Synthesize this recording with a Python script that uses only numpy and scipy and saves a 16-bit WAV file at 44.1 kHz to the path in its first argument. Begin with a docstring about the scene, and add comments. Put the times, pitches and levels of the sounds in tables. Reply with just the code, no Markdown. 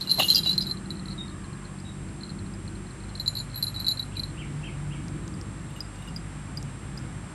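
"""Small bells chatter on a hawk-eagle's legs as it lands on a falconer's glove and shifts its feet.
Each blow of a loose clapper excites the modes of a metal shell, which then decay freely.
Feathers rustle, feet knock on the glove, a leash swivel clinks and the beak clicks as it takes food.
Songbirds and a rooster call far off, their sound scattered by trees, over the drone of engines.
The microphone adds hiss and a thin whine."""
import sys
import numpy as np
from scipy import signal
from scipy.fft import rfft, irfft, next_fast_len
from scipy.io import wavfile

SR = 44100
rng = np.random.default_rng(int(sys.argv[2]) if len(sys.argv) > 2 else 0)


def transcribe(u):
    """Save the signal u as a 16-bit wav file named by the first command-line argument.

    u: samples, shape (n,) or (channels, n), limited to [-1, 1]; the rate is SR.
    q: integer samples, one column per channel.
    """
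    v = np.clip(np.atleast_2d(u).T, -1, 1)
    q = np.round(v * 32767).astype(np.int16)
    wavfile.write(sys.argv[1], SR, q)


N = 323694
T = np.arange(N) / SR

TWIN_HZ = (3950, 4099)  # the high bell's split main mode
# feet and wings striking the glove: (time [s], level [dB])
KNOCKS = [(0.182, -26), (0.19, -25), (0.198, -16), (0.202, -37), (0.221, -25), (0.456, -32.5), (0.723, -49)]


def amp(db):
    """Amplitude grows tenfold every 20 dB."""
    return 10 ** (np.asarray(db) / 20)


def unit_rms(x):
    """Normalisation to unit power."""
    return x / np.sqrt(np.mean(x ** 2) + 1e-20)


def curves(rows):
    """Linear interpolation of each column over time."""
    s, *columns = np.transpose(rows)
    return [np.interp(T, s, c) for c in columns]


def add(mix, s, sound):
    """Superposition: a sound joins the mix at time s."""
    part = mix[max(round(s * SR), 0):][:len(sound)]
    part += sound[:len(part)]


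def noise(colour, size=N):
    """Spectral shaping: white noise takes a colour (frequency [Hz], level [dB]), at unit power."""
    hz, db = np.transpose(colour)
    f = np.fft.rfftfreq(size, 1 / SR) + 1
    gain = amp(np.interp(np.log(f), np.log(hz), db)) * np.minimum(f / hz[0], 1) ** 2
    return unit_rms(irfft(rfft(rng.standard_normal(size)) * gain, size))


def drift(rate_hz):
    """Random modulation: low-pass noise of unit power."""
    size = next_fast_len(N, real=True)
    f = np.fft.rfftfreq(size, 1 / SR)
    return unit_rms(irfft(rfft(rng.standard_normal(size)) * np.exp(-(f / rate_hz) ** 2), size)[:N])


def ring(times, db, t60, hz, bend, settle, rise):
    """A damped mode restarted by each strike; contact stiffness makes its pitch start sharp."""
    order = np.argsort(times)
    last = order[np.maximum(np.searchsorted(times[order], T, side="right") - 1, 0)]
    age = np.maximum(T - times[last], 0)  # since the latest strike
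    level = amp(db[last] - 60 * age / t60) * (age > 0)
    pole = np.exp(-1 / (rise * SR))
    level = signal.lfilter([1 - pole], [1, -pole], level)
    sharp = (bend * rng.uniform(0.45, 1.5, len(times)))[last] * np.exp(-age / settle)
    return level * np.sin(2 * np.pi * (np.cumsum(hz * (1 + sharp)) / SR + rng.random()))


def chime(times, db, t60, hz, detune, rise=0.00049, size=8192):
    """Superposed decays of one mode, each in its own phase and slightly off pitch."""
    out, t = np.zeros(N), np.arange(size) / SR
    shape = amp(-60 * t / t60) * (1 - np.exp(-t / rise))
    for s, level, (off, phase) in zip(times, amp(db), rng.uniform(-0.89, 1, (len(times), 2))):
        add(out, s, level * shape * np.sin(2 * np.pi * (hz * (1 + detune * off) * t + phase)))
    return out


def bursts(blows, colour, t60, rise, size=4096):
    """Brief impacts have broad spectra: each gives a decaying puff of noise."""
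    out, t = np.zeros(N), np.arange(size) / SR
    for s, db in blows:
        puff = noise(colour, size) * amp(-60 * t / t60) * (1 - np.exp(-t / rise))
        add(out, s, amp(db) * puff / abs(puff).max())
    return out


def rattle(bouts, gap_s, spread_db, count=1200):
    """A jittered impulse train: times and levels of a clapper's bounces in each bout."""
    jitter, luck = rng.uniform(-0.99, 1, (count, 2)).T
    times = gap_s * (np.arange(count) + jitter)
    inside = [(times >= start) & (times <= end) for start, end, _ in bouts]
    return (np.concatenate([times[i] for i in inside]),
            np.concatenate([db + spread_db * luck[i] for i, (*_, db) in zip(inside, bouts)]))


def trees(x, t60):
    """Scattering from trunks and leaves returns sparse, decaying echoes."""
    t = np.arange(SR // 2) / SR
    taps = rng.standard_normal(len(t)) * (rng.random(len(t)) < .05) * amp(-60 * t / t60) * (t > .004)
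    return signal.fftconvolve(x, taps / np.linalg.norm(taps))[:N]


def background(hiss_db=-56.5, whine_hz=7607, whine_db=-59):
    """The noise floor: traffic rumble, the wash of the field and microphone self-noise add in power."""
    # spectra: (frequency [Hz], level [dB])
    rumble_colour = [(15, -36), (25, -31.5), (43, -12), (75, -1.5), (91, -4), (141, 0), (196, -4),
                     (246, -8), (333, -9.5), (414, -22.5), (520, -24), (680, -40), (1140, -120)]
    air_colour = [(200, 6), (450, -1.5), (800, -1), (1250, 0), (2000, -4), (3000, -9.5), (4500, -18),
                  (7000, -20), (11000, -45), (11800, -41)]
    hiss_colour = [(4000, -8.5), (7300, -13.5), (8000, -2.5), (8600, 2.5), (9400, -7.5), (11000, -9.5),
                   (11600, -30.5), (14500, -42)]
    # slow swells: (time [s], level [dB])
    rumble_swell = [(0, -39.5), (1.7, -40.5), (3.6, -41), (5.2, -37), (5.8, -39.5), (7.34, -40)]
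    air_swell = [(0, -47.5), (1.5, -49.5), (2.2, -49.5), (3.5, -48.5), (4.7, -47), (5.7, -48.5),
                 (7.34, -47)]
    rumble = noise(rumble_colour) * amp(curves(rumble_swell)[0] - 1 + 1.5 * drift(3.8))
    air = noise(air_colour) * amp(curves(air_swell)[0] + 0.36 * drift(5.4))
    whine = amp(whine_db) * np.sqrt(2) * np.sin(2 * np.pi * whine_hz * T)
    return rumble + air + amp(hiss_db) * noise(hiss_colour) + whine


def engine(running, orders, waver=0.55, flutter_db=2):
    """Harmonics of an engine's cycle waver in level and phase as they cross the field."""
    hz, db = curves(running)
    phase = 2 * np.pi * np.cumsum(hz) / SR
    return np.sqrt(2) * sum(amp(db + order_db + flutter_db * drift(6))
                            * np.sin(k * phase + waver * drift(1.7)) for k, order_db in orders)


def traffic(engine_db=-2, tone_db=-1.5, fade_s=.15):
    """Periodic sources give line spectra: one engine idles, one throttles down, vehicles pass."""
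    # engine speeds: (time [s], cycle rate [Hz], level [dB])
    idling = [(0, 47.6, -60), (.6, 47.57, -48), (1.5, 48, -46), (2.4, 48.64, -44), (3.6, 50.57, -42),
              (4.8, 48.86, -43), (6, 49.45, -45.5), (7, 50.93, -42), (7.34, 50.8, -49)]
    pulling = [(0, 31.73, -41), (.4, 31.84, -40), (1.1, 31.92, -39), (1.7, 32.1, -47), (2.35, 32.37, -42),
               (2.95, 32.46, -42.5), (3.2, 32.07, -49.5), (4, 29.8, -85)]
    # their harmonics: (order, level [dB])
    idling_orders = [(1, 0), (2, -0.5), (3, -2.5), (4, -9.5)]
    pulling_orders = [(5, -8.5), (6, 0.5), (7, -13.5), (10, -10.5), (11, -11.5), (12, -16.5)]
    # passing vehicles: (frequency [Hz], level [dB], start [s], end [s])
    drones = [(121.8, -41, 3.3, 3.96), (254, -47, 3.98, 4.03), (146, -37.5, 4.49, 4.95),
              (173.4, -43, 5.05, 5.63), (297, -51.5, 4.94, 5.37), (324, -49.5, 5, 5.4),
              (167, -41.5, 6.1, 6.2), (136.4, -42.5, 6.5, 8.1)]
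    tones = np.zeros(N)
    for hz, db, start, end in drones:
        swell = np.clip(np.minimum(T - start, end - T) / fade_s + 1, 0, 1)
        tones += amp(db + 2 * drift(6.7)) * swell * np.sin(2 * np.pi * hz * T + 0.92 * drift(4.7))
    engines = engine(idling, idling_orders) + engine(pulling, pulling_orders)
    return amp(engine_db) * engines + amp(tone_db) * np.sqrt(2) * tones


def rooster(roughness=.045):
    """Pitch jitter makes the crow hoarse; only two harmonics carry across the field."""
    # (time [s], fundamental [Hz], level [dB])
    crow = [(.6, 612, -75), (.7, 600, -50), (.85, 627, -60), (1.05, 636.4, -52), (1.2, 657, -55),
            (1.3, 592, -50), (1.45, 559, -54), (1.65, 545, -55), (1.85, 560, -75)]
    hz, db = curves(crow)
    phase = 2 * np.pi * np.cumsum(hz * (1 + roughness * drift(60.4))) / SR
    sounding = (T > crow[0][0]) & (T < crow[-1][0])
    return sounding * amp(db) * (amp(-1) * np.sin(2 * phase) + amp(-4) * np.sin(3 * phase))


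def birdsong(notes, contour, waver):
    """Frequency and amplitude modulation bend each pure note along one contour."""
    age, ratio, shape_db = np.transpose(contour)
    t, out = np.arange(0, age[-1], 1 / SR), np.zeros(N)
    wobble, flutter = drift(160), drift(70)
    taper = signal.windows.tukey(len(t), .15)
    for s, db, hz in notes:
        span = slice(round(s * SR), round(s * SR) + len(t))
        pitch = hz * np.interp(t, age, ratio) * (1 + waver * wobble[span])
        level = amp(db + np.interp(t, age, shape_db) + 2 * flutter[span]) * taper
        add(out, s, level * np.sin(2 * np.pi * np.cumsum(pitch) / SR))
    return out


def songbirds():
    """Arched whistles and falling chips from two birds arrive by direct and scattered paths."""
    # notes: (time [s], level [dB], reference pitch [Hz])
    whistle_notes = [(4.114, -51, 3400), (4.370, -44.5, 3340), (4.627, -44, 3350), (4.903, -46.5, 3310)]
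    chip_notes = [(1.178, -40, 4000), (1.85, -45.5, 4056)]
    # contours: (time into the note [s], pitch ratio, level [dB])
    arch = [(0, .7, -5), (.01, .81, 2), (.02, .9, -1), (.031, 1, -8), (.041, .88, -1), (.052, .71, 1),
            (.064, .66, -2), (.078, .64, -8)]
    fall = [(0, 0.96, 5), (.008, 0.94, -2.5), (0.021, .925, -6), (.04, 0.93, 0)]
    whistles = amp(-0.5) * birdsong(whistle_notes, arch, waver=.03)
    chips = birdsong(chip_notes, fall, waver=0.0097)
    return whistles + amp(0.5) * chips + trees(whistles + chips, t60=0.36)


def beak(level_db=7):
    """Short, hard contacts of the beak give broadband clicks."""
    # (time [s], level [dB])
    clicks = [(5.083, -39), (5.2788, -39), (5.4134, -39), (5.959, -47), (6.6278, -36), (6.9914, -45)]
    # (frequency [Hz], level [dB])
    colour = [(1500, -31), (3500, -4), (5200, 6.5), (7000, 2), (10000, -17), (14500, -20)]
    return amp(level_db) * bursts(clicks, colour, t60=0.0065, rise=.0001)


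def wing_effort(rise_s=0.0052, fade_db_per_s=190):
    """The envelope of the wing beats: each rises quickly, holds and decays exponentially."""
    # (time [s], duration [s], level [dB])
    beats = [(0, .015, -48), (.1, 0.079, -48), (0.183, .18, -41.5), (0.434, 0.088, -50), (0.598, .03, -53)]
    return sum(amp(db - fade_db_per_s * np.maximum(T - s - length, 0)) * np.clip((T - s) / rise_s, 0, 1)
               for s, length, db in beats)


def landing(rustle_db=2, scrape_db=-27, knock_db=-0.5):
    """Friction and impact: feathers rustle, talons scrape and the padded glove takes dull knocks."""
    # spectra: (frequency [Hz], level [dB])
    rustle_colour = [(300, 2), (900, 1), (1800, -17), (3600, 11.5), (6000, 1.5), (9000, -6.5), (13000, -3),
                     (14500, -26)]
    knock_colour = [(150, -10), (450, -15.5), (690, 4.5), (850, -11.5), (1100, -7), (1500, -19),
                    (2200, -13.5), (5000, -41)]
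    scrape_colour = [(2200, -29), (2700, 0.5), (3300, -7), (3800, -3), (4300, -5), (5000, -34)]
    rustle = noise(rustle_colour) * amp(rustle_db + 3 * drift(120)) * wing_effort()
    grip = np.interp(T, [.192, .198, .228, .25], [0.007, 1, 0.71, 0.0013])
    scrape = noise(scrape_colour) * amp(scrape_db + 3 * drift(200)) * grip
    return rustle + scrape + amp(knock_db) * bursts(KNOCKS, knock_colour, t60=0.046, rise=.0016)


def glove(level_db=-10, growth=1.6):
    """A damped resonance of the gloved fist answers the harder knocks with a hollow note."""
    s, db = np.transpose(KNOCKS)
    note_db = db.max() + growth * (db - db.max()) + level_db
    return ring(s, note_db, t60=0.039, hz=700, bend=0.044, settle=0.0021, rise=0.0013)


def fittings(level_db=2.5, spread_db=4, count=9):
    """Random collisions excite rings and buckles at the landing, as hard as the wings beat."""
    # (frequency [Hz], level [dB], t60 [s])
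    modes = [(5830, -3, .05), (6670, 0, 0.079), (9520, -2.5, .07), (10300, 4, 0.055), (12380, 5, .05),
             (12800, 1, .08), (14260, -3, .06)]
    out, effort_db = np.zeros(N), 20 * np.log10(wing_effort() + 1e-9)
    for hz, db, t60 in modes:
        times = rng.uniform(.18, .42, count)
        clash_db = np.interp(times, T, effort_db) + level_db + db + spread_db * rng.uniform(-1, 1, count)
        out += chime(times, clash_db, t60, hz, detune=0.0052)
    return out


def swivel(level_db=-3.5, t60=0.037):
    """Each clink of the leash swivel, and its weakening rebounds, excites inharmonic modes."""
    # (time [s], level [dB])
    clinks = [(.3472, -9.5), (0.3564, -8.5), (.3654, -12), (0.38, -19), (0.3908, -26), (0.4372, -35),
              (.4518, -31), (.5302, -27), (.6128, -21.5), (0.6228, -23.5), (.6364, -31), (1.8009, -44),
              (2.5381, -43), (5.3398, -43), (5.805, -23.5), (5.8481, -46), (6.0847, -43), (6.1623, -26.5),
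              (6.573, -25.5), (6.975, -31)]
    # (delay [s], level [dB])
    bounces = [(0, 3), (.004, -5.5), (.008, -13), (0.014, -22)]
    # (frequency [Hz], level [dB], factor on t60)
    modes = [(4812, 0, 1), (5150, -14, .6), (9600, -29, 1), (12350, -23, .8)]
    s, db = np.transpose(clinks)
    delay, bounce_db = np.transpose(bounces)
    times = (s[:, None] + delay * rng.uniform(0.96, 1.2, (len(s), 1))).ravel()
    hit_db = (db[:, None] + bounce_db + level_db).ravel()
    pull = 1 + .014 * np.interp(T, [.4, .7], [0, 1]) * (1 + .7 * drift(19.8))  # taut leash raises pitch
    ringing = sum(ring(times, hit_db + mode_db, t60 * factor, hz * pull,
                       bend=0.013, settle=0.000715, rise=0.00033) for hz, mode_db, factor in modes)
    tick_db = hit_db - 5 + 3 * rng.standard_normal(len(times))
    return ringing + ring(times, tick_db, t60=0.0053, hz=5080, bend=.08, settle=.001, rise=0.00018)


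def low_bell(level_db=-1, brightening=0.12, singing_hz=3204):
    """Modal excitation varies: each strike on the larger bell favours other modes; soft ones are dull."""
    # (time [s], level [dB], level of the singing mode [dB])
    strikes = [(0.197, -16.5, -33), (.201, -21.5, -45), (0.224, -28, -36), (.2334, -33, -50),
               (0.243, -24, -50), (0.296, -41, -27), (0.3558, -27, -38), (.368, -33, -28.5),
               (.4529, -33, -45), (0.466, -33, -55), (5.761, -42.5, -75), (6.0222, -48, -75),
               (6.0736, -42.5, -75)]
    # shaking from the landing and from tugging at food: (start [s], end [s], level [dB])
    rolls = [(.055, .11, -38), (.27, .41, -35), (.48, .53, -39), (5.66, 5.78, -53), (5.92, 6.1, -54),
             (6.82, 6.86, -56)]
    # (frequency [Hz], level [dB], t60 [s])
    modes = [(2787, -8.5, 0.17), (2885, -3, 0.13), (3700, -6.5, 0.064), (6520, -17, 0.12),
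             (7380, -19, 0.16), (10400, -29, .08), (12000, -16, 0.05), (12430, -9, .05), (12800, -14, .09),
             (14130, -24, .07)]
    clear_s, clear_db, singing_db = np.transpose(strikes)
    s, db = np.hstack([(clear_s, clear_db), rattle(rolls, gap_s=0.025, spread_db=3)])
    tilt = brightening * np.log([hz / modes[0][0] for hz, *_ in modes])
    colour_db = 3 * rng.standard_normal((len(s), len(modes))) + np.outer(db - db.max(), tilt)
    jangle = sum(chime(s, db + level_db + mode_db + offset_db, t60, hz, detune=0.0078, rise=0.0005)
                 for (hz, mode_db, t60), offset_db in zip(modes, colour_db.T))
    return jangle + chime(clear_s, singing_db, t60=0.17, hz=singing_hz, detune=.001, rise=.0019)


def sheen_overtones(s, db, growth=0.89, firm_strike_db=-20):
    """Weak shell modes give the high bell a thin, high shimmer, which follows the strike's force."""
    # (frequency [Hz], level at a firm strike [dB], t60 [s])
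    modes = [(10436, -49.5, 0.16), (13800, -73, .046)]
    luck_db = 3 * rng.standard_normal((len(s), len(modes)))
    return sum(chime(s, mode_db + growth * (db - firm_strike_db) + luck, t60, hz, detune=0.0013)
               for (hz, mode_db, t60), luck in zip(modes, luck_db.T))


def rolling_clapper(twin_db=-11, overtone_db=-12):
    """Rolling contact ticks on the high bell's shell; the gentler the motion, the fewer the ticks."""
    # the bird shifts its weight: (start [s], end [s], level [dB])
    rolls = [(.015, .035, -24), (.08, .135, -27), (.16, .245, -28), (.33, .405, -24), (.44, .56, -31),
             (.59, .69, -30), (.735, .76, -34), (.95, 1.0, -39), (1.1, 1.135, -34), (1.275, 1.31, -41),
             (1.44, 1.47, -45.5), (1.52, 1.55, -47), (1.63, 1.72, -43.5), (1.77, 1.8, -44.5),
             (2.03, 2.16, -47.5), (2.2, 2.31, -39), (2.35, 2.41, -40.5), (2.44, 2.49, -44),
             (2.85, 3.13, -47), (3.175, 3.225, -32.5), (3.36, 3.41, -27), (3.48, 3.62, -41.5),
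             (3.68, 3.72, -35.5), (3.75, 3.86, -34), (3.97, 4.02, -34.5), (4.11, 4.32, -42.5)]
    s, db = rattle(rolls, gap_s=.013, spread_db=4)
    touches = rng.random(len(s)) < np.interp(db, [-50, -32], [.3, 1])
    s, db = s[touches], db[touches]
    ticks = ring(s, db, t60=0.025, hz=4190, bend=0.04, settle=0.0022, rise=0.00069)
    hum = sum(chime(s, db + twin_db, t60=0.07, hz=hz, detune=0.0055, rise=.0015) for hz in TWIN_HZ)
    return ticks + hum + amp(overtone_db) * sheen_overtones(s, db)


def clapper_contacts(s, db, spread_db=2):
    """Contact stiffness: a brief higher note falls toward the main mode, then the clapper rebounds."""
    blow_db, rebound_db = db + spread_db * rng.standard_normal((len(s), 2)).T
    rebound_s = s + rng.uniform(0.0016, 0.0064, len(s))
    blow = ring(s, blow_db - 7, t60=.02, hz=4220, bend=.11, settle=.0012, rise=.0011)
    rebound = ring(rebound_s, rebound_db - 12, t60=0.016, hz=4270, bend=.074, settle=.0019, rise=.00092)
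    return blow + rebound


def high_bell(main_db=-1, tick_db=-16):
    """Mode splitting: a slit divides the struck shell's main mode into twins that beat together."""
    # (time [s], level [dB], lower twin's power share, t60 [s], low overtones [dB], high overtones [dB])
    strikes = [ (.01, -20.5, 0.13, 0.088, -66, -47), (0.0728, -26, 0.3, 0.11, -54, -47),
               (.0957, -14, 0, .045, -50, -52), (.105, -13, 0.04, .02, -49, -51),
               (0.1136, -6.5, 0.02, 0.049, -53, -33), (.1425, -19.5, 0.079, 0.07, -55, -36),
               (0.175, -21, .1, .06, -50, -42), (0.187, -16, 0, 0.037, -45, -50),
               (.199, -15, 1, .03, -49, -48), (.2132, -17, 1, .04, -50, -52),
               (.231, -13, 0.28, 0.023, -40, -45), (0.283, -13.5, 0.14, .11, -33, -45),
               (0.3018, -6, 0, .067, -44, -30), (0.31, -13, 0, 0.088, -53, -42),
               (0.3232, -11.5, 0.4, 0.047, -50, -52), (.3562, -16.5, 0, .04, -36, -33),
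               (.378, -16.5, 0.12, .045, -50, -35), (0.389, -15.5, 1, 0.047, -51, -51),
               (.4317, -21.5, 0.1, .08, -58, -63), (0.46, -18, 1, 0.17, -43, -49),
               (.4712, -16, 1, .16, -51, -44), (.4931, -12, 1, .08, -52, -42),
               (.5108, -16.5, 0, .064, -47, -48), (.5288, -22.5, 0.067, 0.13, -47, -54),
               (0.5791, -10, 0.04, 0.056, -53, -41), (.6055, -18.5, .5, 0.064, -55, -51),
               (.667, -24, 1, 0.076, -53, -44), (0.696, -26, 0, .07, -61, -50),
               (.7111, -17.5, 0, 0.059, -57, -56), (0.7716, -32, .3, 0.019, -72, -80),
               (.8568, -37, 0, .02, -76, -80), (0.9047, -25.5, 0.75, 0.055, -56, -57),
               (1.056, -32.5, .3, 0.024, -69, -67), (1.0815, -33, 0.7, 0.053, -65, -67),
               (1.1166, -30.5, 0.4, .018, -75, -78), (2.2333, -28.5, 0, 0.029, -78, -79.5),
               (2.301, -35, .15, .03, -68, -72), (2.6778, -35.5, 0, .025, -77, -82),
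               (2.7534, -38, 0.06, .018, -70, -80), (3.153, -28, 0.1, .027, -62, -69),
               (3.1976, -20.5, 0.25, 0.053, -48, -44), (3.2606, -23.5, 0.7, .08, -49, -55),
               (3.2773, -10.5, 0.2, 0.048, -36, -46), (3.3513, -24.5, 0.2, .044, -54, -42),
               (3.369, -24, 0.37, 0.052, -56, -39), (3.388, -21, 0.14, .022, -39.5, -50),
               (3.404, -25, 0.3, .035, -52, -62), (3.543, -30, 0, .033, -66, -58),
               (3.5575, -26, 0.1, 0.054, -58, -36.5), (3.575, -32, 0.5, 0.074, -58, -36),
               (3.6255, -13.5, 0.06, 0.046, -46, -30.5), (3.639, -14.5, 0.25, 0.022, -62, -50),
               (3.6677, -22, .2, 0.046, -49, -58), (3.68, -20.5, 0.2, .03, -53, -43),
               (3.743, -29, 0, .033, -58, -50), (3.7613, -26, 1, 0.12, -60, -60),
               (3.799, -23, 0.2, .07, -54, -38), (3.845, -24.5, 0, 0.069, -62, -61),
               (3.866, -17, 0.9, 0.089, -48, -46), (3.8827, -11, 0.06, .035, -54, -33),
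               (3.8882, -18, 0.95, 0.15, -39, -42), (3.9118, -17.5, .7, .05, -47, -47),
               (3.9186, -17, .05, 0.047, -47, -48), (3.9719, -26.5, 0.1, 0.049, -61, -58),
               (3.995, -18, 0.98, 0.052, -53, -45), (4.026, -26, 0.2, .04, -63, -59),
               (4.1667, -26, 0.6, 0.082, -61, -53), (4.195, -18.5, 0, 0.04, -62, -49),
               (4.2335, -22, .5, 0.043, -63, -58)]
    # (frequency [Hz], level [dB], t60 [s])
    low_overtones = [(7093, 0, 0.16), (7380, -6, 0.15)]
    high_overtones = [(11380, 2.5, 0.12), (12400, -20, .05), (13620, -22, .05)]
    s, db, share, t60, low_db, high_db = np.transpose(strikes)
    share = np.clip(share, .01, .99)
    latest_t60 = t60[np.maximum(np.searchsorted(s, T, side="right") - 1, 0)]
    out = clapper_contacts(s, db) + sheen_overtones(s, db)
    for hz, part in zip(TWIN_HZ, (share, 1 - share)):
        twin_db = db + main_db + 10 * np.log10(part)
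        out += ring(s, twin_db, latest_t60, hz, bend=0.01775, settle=0.001022, rise=0.00097)
    for modes, level_db in ((low_overtones, low_db), (high_overtones, high_db)):
        for hz, mode_db, decay in modes:
            out += chime(s, level_db + mode_db, decay, hz, detune=0.0022)
    # the tick grows faster than the ring, so only hard blows show it
    ticks = zip(s, db.max() + 1.7 * (db - db.max()))
    tick_colour = [(2500, -21), (3500, -29), (4600, 0), (6000, -6.5),
                   (9000, -16.5), (13500, -12), (14700, -26)]
    return out + amp(tick_db) * bursts(ticks, tick_colour, t60=0.018, rise=.0001)


def scene():
    """Direct sound dominates near by, scattered sound far off; both channels are alike."""
    bells = high_bell() + rolling_clapper() + low_bell()
    near = bells + swivel() + landing() + fittings() + glove() + beak()
    far = songbirds() + trees(rooster(), t60=0.23)
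    mix = near + amp(-19) * trees(near, t60=0.28) + far + traffic() + background()
    return np.array([mix, mix])


def record(dry):
    """Band limiting: a low-pass filter removes the highest treble."""
    low_pass = signal.firwin(511, cutoff=14600, window=("kaiser", 9), fs=SR)
    return signal.oaconvolve(dry, low_pass[None], "same")


dry = scene()
out = record(dry)
transcribe(out)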